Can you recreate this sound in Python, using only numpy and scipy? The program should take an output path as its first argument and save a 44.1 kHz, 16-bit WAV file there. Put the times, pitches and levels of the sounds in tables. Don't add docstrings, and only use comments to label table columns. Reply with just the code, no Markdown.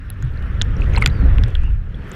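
import sys
import numpy as np
from scipy import signal
from scipy.fft import rfft, irfft
from scipy.io import wavfile
from scipy.ndimage import uniform_filter1d

SR = 44100
rng = np.random.default_rng(int(sys.argv[2]) if len(sys.argv) > 2 else 0)


def output_pcm(signal):
    pcm = np.clip(np.atleast_2d(signal).T, -1, 1) * 32767
    wavfile.write(sys.argv[1], SR, np.round(pcm).astype(np.int16))


N = 94815
T = np.arange(N) / SR
RING_T = np.arange(2600) / SR

# (time [s], middle level [dB], upper-middle level [dB], fizz level [dB])
RUSH_LEVELS = [(0, -50, -59, -75), (.22, -47.5, -58, -71), (.45, -43, -56, -69), (.75, -42, -53, -68),
               (1.0, -41, -53, -67), (1.33, -39, -52, -67), (1.5, -44.5, -53, -68), (1.7, -48.5, -59, -72),
               (1.82, -53, -64, -77), (1.98, -49, -59, -76), (2.07, -45, -54, -68), (2.15, -42, -48, -62)]


def amp(db):
    return 10 ** (np.asarray(db) / 20)


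def unit(x):
    return x / np.sqrt(np.mean(x ** 2) + 1e-20)


def level(table, column=1):
    table = np.array(table)
    return amp(np.interp(T, table[:, 0], table[:, column]))


def add(mix, start_s, sound):
    part = mix[max(round(start_s * SR), 0):][:len(sound)]
    part += sound[:len(part)]


def noise(colour):
    hz, db = np.transpose(colour)
    bin_hz = np.fft.rfftfreq(N, 1 / SR)
    gain = amp(np.interp(np.log(bin_hz + 1), np.log(hz), db))
    return unit(irfft(rfft(rng.standard_normal(N)) * gain, N))


def patchy(x, patchy_db, flicker_db):
    z = signal.stft(x, nperseg=512, noverlap=384)[2]
    patches = uniform_filter1d(rng.standard_normal(z.shape), size=5, axis=0)
    patches = unit(uniform_filter1d(patches, size=14, axis=1))
    flicker = unit(uniform_filter1d(rng.standard_normal(z.shape[1]), size=5))
    z = z * amp(patchy_db * patches + flicker_db * flicker)
    return unit(signal.istft(z, nperseg=512, noverlap=384)[1][:N])


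def steady(x, size):
    power = uniform_filter1d(uniform_filter1d(x ** 2, size), size)
    return x / np.sqrt(power + 1e-9)


def decay(t, t60_s):
    return np.exp(-np.log(1000) * t / t60_s)


def ring(hz, t60_s):
    swell_cycles, pitch_rise = 1.1, .03
    glide = 1 + pitch_rise * np.minimum(RING_T / t60_s, 1)
    swell = 1 - np.exp(-(RING_T * hz / swell_cycles) ** 2)
    shape = swell * decay(RING_T, t60_s)
    return shape / shape.max() * np.sin(2 * np.pi * np.cumsum(hz * glide) / SR)


def snap():
    decay_s, low_hz, high_hz = .0005, 1100, 5000
    burst = rng.standard_normal(len(RING_T)) * np.exp(-RING_T / decay_s)
    band = signal.butter(1, [low_hz, high_hz], "bandpass", fs=SR, output="sos")
    burst = uniform_filter1d(signal.sosfilt(band, burst), size=2)
    return 2 * burst / np.linalg.norm(burst)


def current():
    # (time [s], sway level [dB], rumble level [dB])
    push_levels = [(0, -31, -32), (.17, -32, -29), (.25, -23, -24), (.33, -27, -25), (.55, -23, -22),
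                   (.75, -18, -20), (.95, -15, -16), (1.1, -22, -17), (1.18, -21, -20), (1.25, -15, -9.5),
                   (1.33, -11, -15), (1.42, -15, -9.5), (1.5, -23, -22), (1.59, -12, -22), (1.66, -16, -21),
                   (1.75, -13, -21), (1.81, -24, -28), (1.97, -28, -28), (2.07, -38, -34), (2.15, -37, -35)]
    # (time [s], level [dB])
    churn_levels = [(0, -41), (.2, -38), (.5, -34.5), (.8, -29.5), (1.05, -28), (1.15, -28), (1.25, -25),
                    (1.34, -35), (1.42, -30), (1.5, -37), (1.59, -45), (1.65, -30), (1.75, -44),
                    (1.85, -40), (1.97, -32), (2.06, -37), (2.15, -35)]
    # (frequency [Hz], level [dB])
    sway_colour = [(6, -25), (14, -10), (24, -1), (42, 0), (52, -5), (70, -20), (150, -55), (600, -110)]
    rumble_colour = [(20, -22), (42, -6), (60, 0), (68, 0), (85, -5), (115, -7), (160, -22), (260, -44),
                     (600, -85), (2000, -130)]
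    churn_colour = [(50, -25), (100, -4), (135, 0), (190, -2), (230, -11), (275, -11), (340, -19),
                    (500, -30), (1000, -55), (4000, -100)]
    sway = level(push_levels, column=1) * steady(noise(sway_colour), size=2600)
    rumble = level(push_levels, column=2) * steady(noise(rumble_colour), size=2000)
    churn = level(churn_levels) * steady(noise(churn_colour), size=1400)
    return sway + rumble + churn


def rush():
    # (time [s], level [dB])
    gurgle_levels = [(0, -56), (.22, -50), (.45, -46), (.75, -41), (.96, -35), (1.1, -39), (1.3, -35),
                     (1.5, -42), (1.65, -51), (1.8, -53), (1.92, -49), (2.07, -44), (2.15, -44)]
    # (frequency [Hz], level [dB])
    gurgle_colour = [(150, -15), (300, -4), (400, 1), (560, -4), (720, -10), (900, -13), (1150, -19),
                     (2000, -42), (6000, -80)]
    middle_colour = [(400, -25), (800, -15), (1050, -7), (1350, 0), (1550, -1), (1780, -1), (2100, -8),
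                     (2500, -13), (3300, -32), (5000, -60), (10000, -80)]
    upper_colour = [(1500, -30), (2150, -8), (2500, 0), (2900, -2), (3400, -4), (4200, -13), (5000, -19),
                    (5600, -17), (6400, -30), (10000, -50)]
    fizz_colour = [(2500, -15), (5000, 3), (6500, 2), (8000, -1), (9000, 0), (11000, -3), (14500, -4),
                   (15500, -16), (17000, -36)]
    gurgle = level(gurgle_levels) * patchy(noise(gurgle_colour), patchy_db=2, flicker_db=1)
    middle = level(RUSH_LEVELS, column=1) * patchy(noise(middle_colour), patchy_db=1.5, flicker_db=.7)
    upper = level(RUSH_LEVELS, column=2) * patchy(noise(upper_colour), patchy_db=2.8, flicker_db=.8)
    fizz = level(RUSH_LEVELS, column=3) * patchy(noise(fizz_colour), patchy_db=2.8, flicker_db=1.6)
    return gurgle + middle + upper + fizz


def far_bubbles():
    rate_per_s, ring_cycles = 260, 22
    base_db, spread_db = -5, 3.2
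    out = np.zeros(N)
    for when, pitch, size in rng.random((int(rate_per_s * N / SR), 3)):
        hz = 1150 * 2 ** (2.1 * pitch)
        boost_db = spread_db * min(-np.log(1 - size), 4)
        db = base_db + boost_db - 14 * pitch ** 2
        add(out, when * N / SR, amp(db) * ring(hz, ring_cycles / hz))
    return out * level(RUSH_LEVELS)


def close_bubbles():
    # (time [s], pitch [Hz], ring level [dB], ring time to -60 dB [s], snap level [dB])
    bubbles = [ (.1022, 11100, -21, .005, -42), (.1022, 13300, -28, .003, -55),
               (.1022, 2750, -32, .004, -50), (.1023, 3900, -33, .004, -55), (.2253, 1310, -28, .006, -31),
               (.2255, 6720, -36, .009, -45), (.2477, 8600, -47, .006, -50), (.374, 4200, -41, .014, -50),
               (.6146, 3600, -6, .006, -30), (.6146, 1500, -15, .005, -45), (.6190, 3150, -14, .007, -27),
               (.6190, 6700, -13, .0035, -45), (.6194, 5450, -19, .006, -50), (.767, 5580, -39, .014, -54),
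               (.8192, 2560, -21, .020, -50), (.9362, 2580, -29, .010, -36), (.9375, 6400, -38, .012, -50),
               (.9482, 1300, -21, .014, -31), (.949, 2200, -19, .012, -45), (.9568, 1590, -23, .016, -25),
               (.9632, 4140, -18, .016, -42), (.9642, 2150, -23, .014, -50), (.975, 2630, -13, .010, -42),
               (.9753, 950, -18, .022, -45), (.9798, 7750, -28, .012, -32), (.9802, 2260, -23, .014, -48),
               (.9832, 1180, -21, .014, -30), (.9835, 8180, -32, .010, -38), (1.013, 8600, -32, .005, -38),
               (1.017, 2170, -27, .018, -25), (1.0221, 2180, -8, .022, -23), (1.0235, 1270, -11, .022, -32),
               (1.0246, 4500, -23, .005, -18), (1.0243, 9930, -28, .006, -36),
               (1.0376, 2000, -18, .015, -34), (1.043, 2900, -25, .012, -36),
               (1.0743, 2020, -24, .012, -17), (1.0745, 6900, -24, .005, -40),
               (1.0995, 3920, -35, .016, -60), (1.3836, 1050, -26, .006, -26),
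               (1.3836, 2600, -19, .004, -40), (1.4366, 1700, -23, .007, -40),
               (1.4368, 3530, -20, .005, -28), (1.4369, 5100, -25, .003, -45),
               (1.483, 1300, -30, .006, -31), (1.5524, 3250, -16, .006, -29),
               (1.5555, 1570, -26, .016, -50), (1.566, 2900, -36, .008, -45), (1.635, 1010, -35, .009, -36),
               (1.679, 950, -40, .012, -46), (1.9445, 3340, -38, .022, -60), (2.096, 13200, -42, .004, -52),
               (2.117, 7100, -28, .003, -32), (2.1362, 13900, -43, .005, -52)]
    # (time [s], level [dB])
    ticks = [(.275, -42), (.361, -46), (.4248, -33), (.6052, -48), (.6475, -40), (.8124, -33), (.863, -44),
             (.895, -42), (.918, -40), (1.005, -40), (1.209, -43), (1.5045, -39), (1.954, -42)]
    kick_db, kick_s = -25, .0003
    u = RING_T / kick_s
    kick = amp(kick_db) * 4 * u * (2 - u) * np.exp(-u)
    out = np.zeros(N)
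    for start_s, hz, db, t60_s, snap_db in bubbles:
        add(out, start_s, amp(db) * (ring(hz, t60_s) + kick) + amp(snap_db) * snap())
    for start_s, db in ticks:
        add(out, start_s, amp(db) * snap())
    return out


def housing(x):
    # (frequency [Hz], level [dB])
    tail_colour = [(200, -8), (400, 3), (700, 3), (1500, 1), (2500, -3), (3500, -7), (5500, -11),
                   (9000, -22), (16000, -34)]
    tail_db, delay_s, t60_s = -13, .0004, .02
    tail = noise(tail_colour)[:len(RING_T)] * decay(RING_T, t60_s) * (RING_T > delay_s)
    tail /= np.linalg.norm(tail)
    return x + amp(tail_db) * signal.oaconvolve(x, tail)[:N]


def buffets():
    # (time [s], pitch [Hz], peak level [dB], ring time to -60 dB [s])
    gulps = [(.226, 127, -15, .16), (1.222, 190, -18, .1), (1.225, 270, -23, .16), (1.06, 130, -16, .1),
             (1.38, 104, -7, .14), (1.383, 260, -24, .08)]
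    out, t = np.zeros(N), T[:SR // 4]
    for start_s, hz, db, t60_s in gulps:
        shape = (1 - np.exp(-(t * hz / 2) ** 2)) * decay(t, t60_s)
        add(out, start_s, amp(db) * shape / shape.max() * np.sin(2 * np.pi * hz * t))
    return out


def swirl():
    # (time [s], level [dB])
    swirl_levels = [(.77, -70), (.83, -41), (.88, -47), (.93, -42), (.955, -34), (.97, -37), (.982, -30),
                    (1.0, -48), (1.03, -33), (1.05, -41), (1.1, -52), (1.2, -68), (1.9, -68), (2.07, -51),
                    (2.15, -48)]
    # (frequency [Hz], level [dB])
    swirl_colour = [(250, -8), (500, -1), (1000, 0), (2200, -3), (3200, -6), (4500, -22), (7000, -36),
                    (16000, -60)]
    crackle_db = 4
    crackle = unit(uniform_filter1d(rng.standard_normal(N), size=90))
    return level(swirl_levels) * unit(noise(swirl_colour) * amp(crackle_db * crackle))


def knocks():
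    # (time [s], level [dB])
    blows = [(1.0605, -1)]
    # (frequency [Hz], level [dB], ring time to -60 dB [s])
    modes = [(1356, -7, .010), (2476, -1, .008), (3400, -1, .005), (4650, -6, .009), (6000, -9, .003),
             (7060, -9, .005)]
    snap_db = -10
    out = np.zeros(N)
    for start_s, db in blows:
        body = sum(amp(mode_db) * ring(hz, t60_s) for hz, mode_db, t60_s in modes)
        add(out, start_s, amp(db) * (body + amp(snap_db) * snap()))
    return out


def whistles():
    # (time [s], pitch [Hz], level [dB])
    curves = [
        [(1.09, 3900, -62), (1.125, 4850, -57), (1.18, 4500, -58), (1.27, 3900, -60)],
        [(1.45, 2600, -53), (1.51, 2700, -53), (1.55, 2650, -62), (1.62, 2500, -49), (1.655, 2750, -47),
         (1.71, 2850, -57)],
    ]
    width_hz = 260
    lowpass = signal.butter(2, width_hz / 2, fs=SR, output="sos")
    out = np.zeros(N)
    for curve in curves:
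        curve_s, curve_hz, _ = np.transpose(curve)
        fuzz = signal.sosfilt(lowpass, rng.standard_normal(N) + 1j * rng.standard_normal(N))
        phase = 2 * np.pi * np.cumsum(np.interp(T, curve_s, curve_hz)) / SR
        tone = unit((fuzz * np.exp(1j * phase)).real)
        gate = 1. * ((T > curve_s[0]) & (T < curve_s[-1]))
        out += tone * level(curve, column=2) * uniform_filter1d(gate, size=800)
    return out


def scene():
    water = current() + rush() + far_bubbles() + buffets() + swirl() + whistles()
    return (water + housing(close_bubbles() + knocks()))[None]


def record(dry):
    cut_hz = 16700
    held = dry / (1 + dry ** 8) ** (1 / 8)
    lowpass = signal.firwin(511, cut_hz, window=("kaiser", 9), fs=SR)
    return signal.oaconvolve(held, lowpass[None], "same")


dry = scene()
out = record(dry)
output_pcm(out)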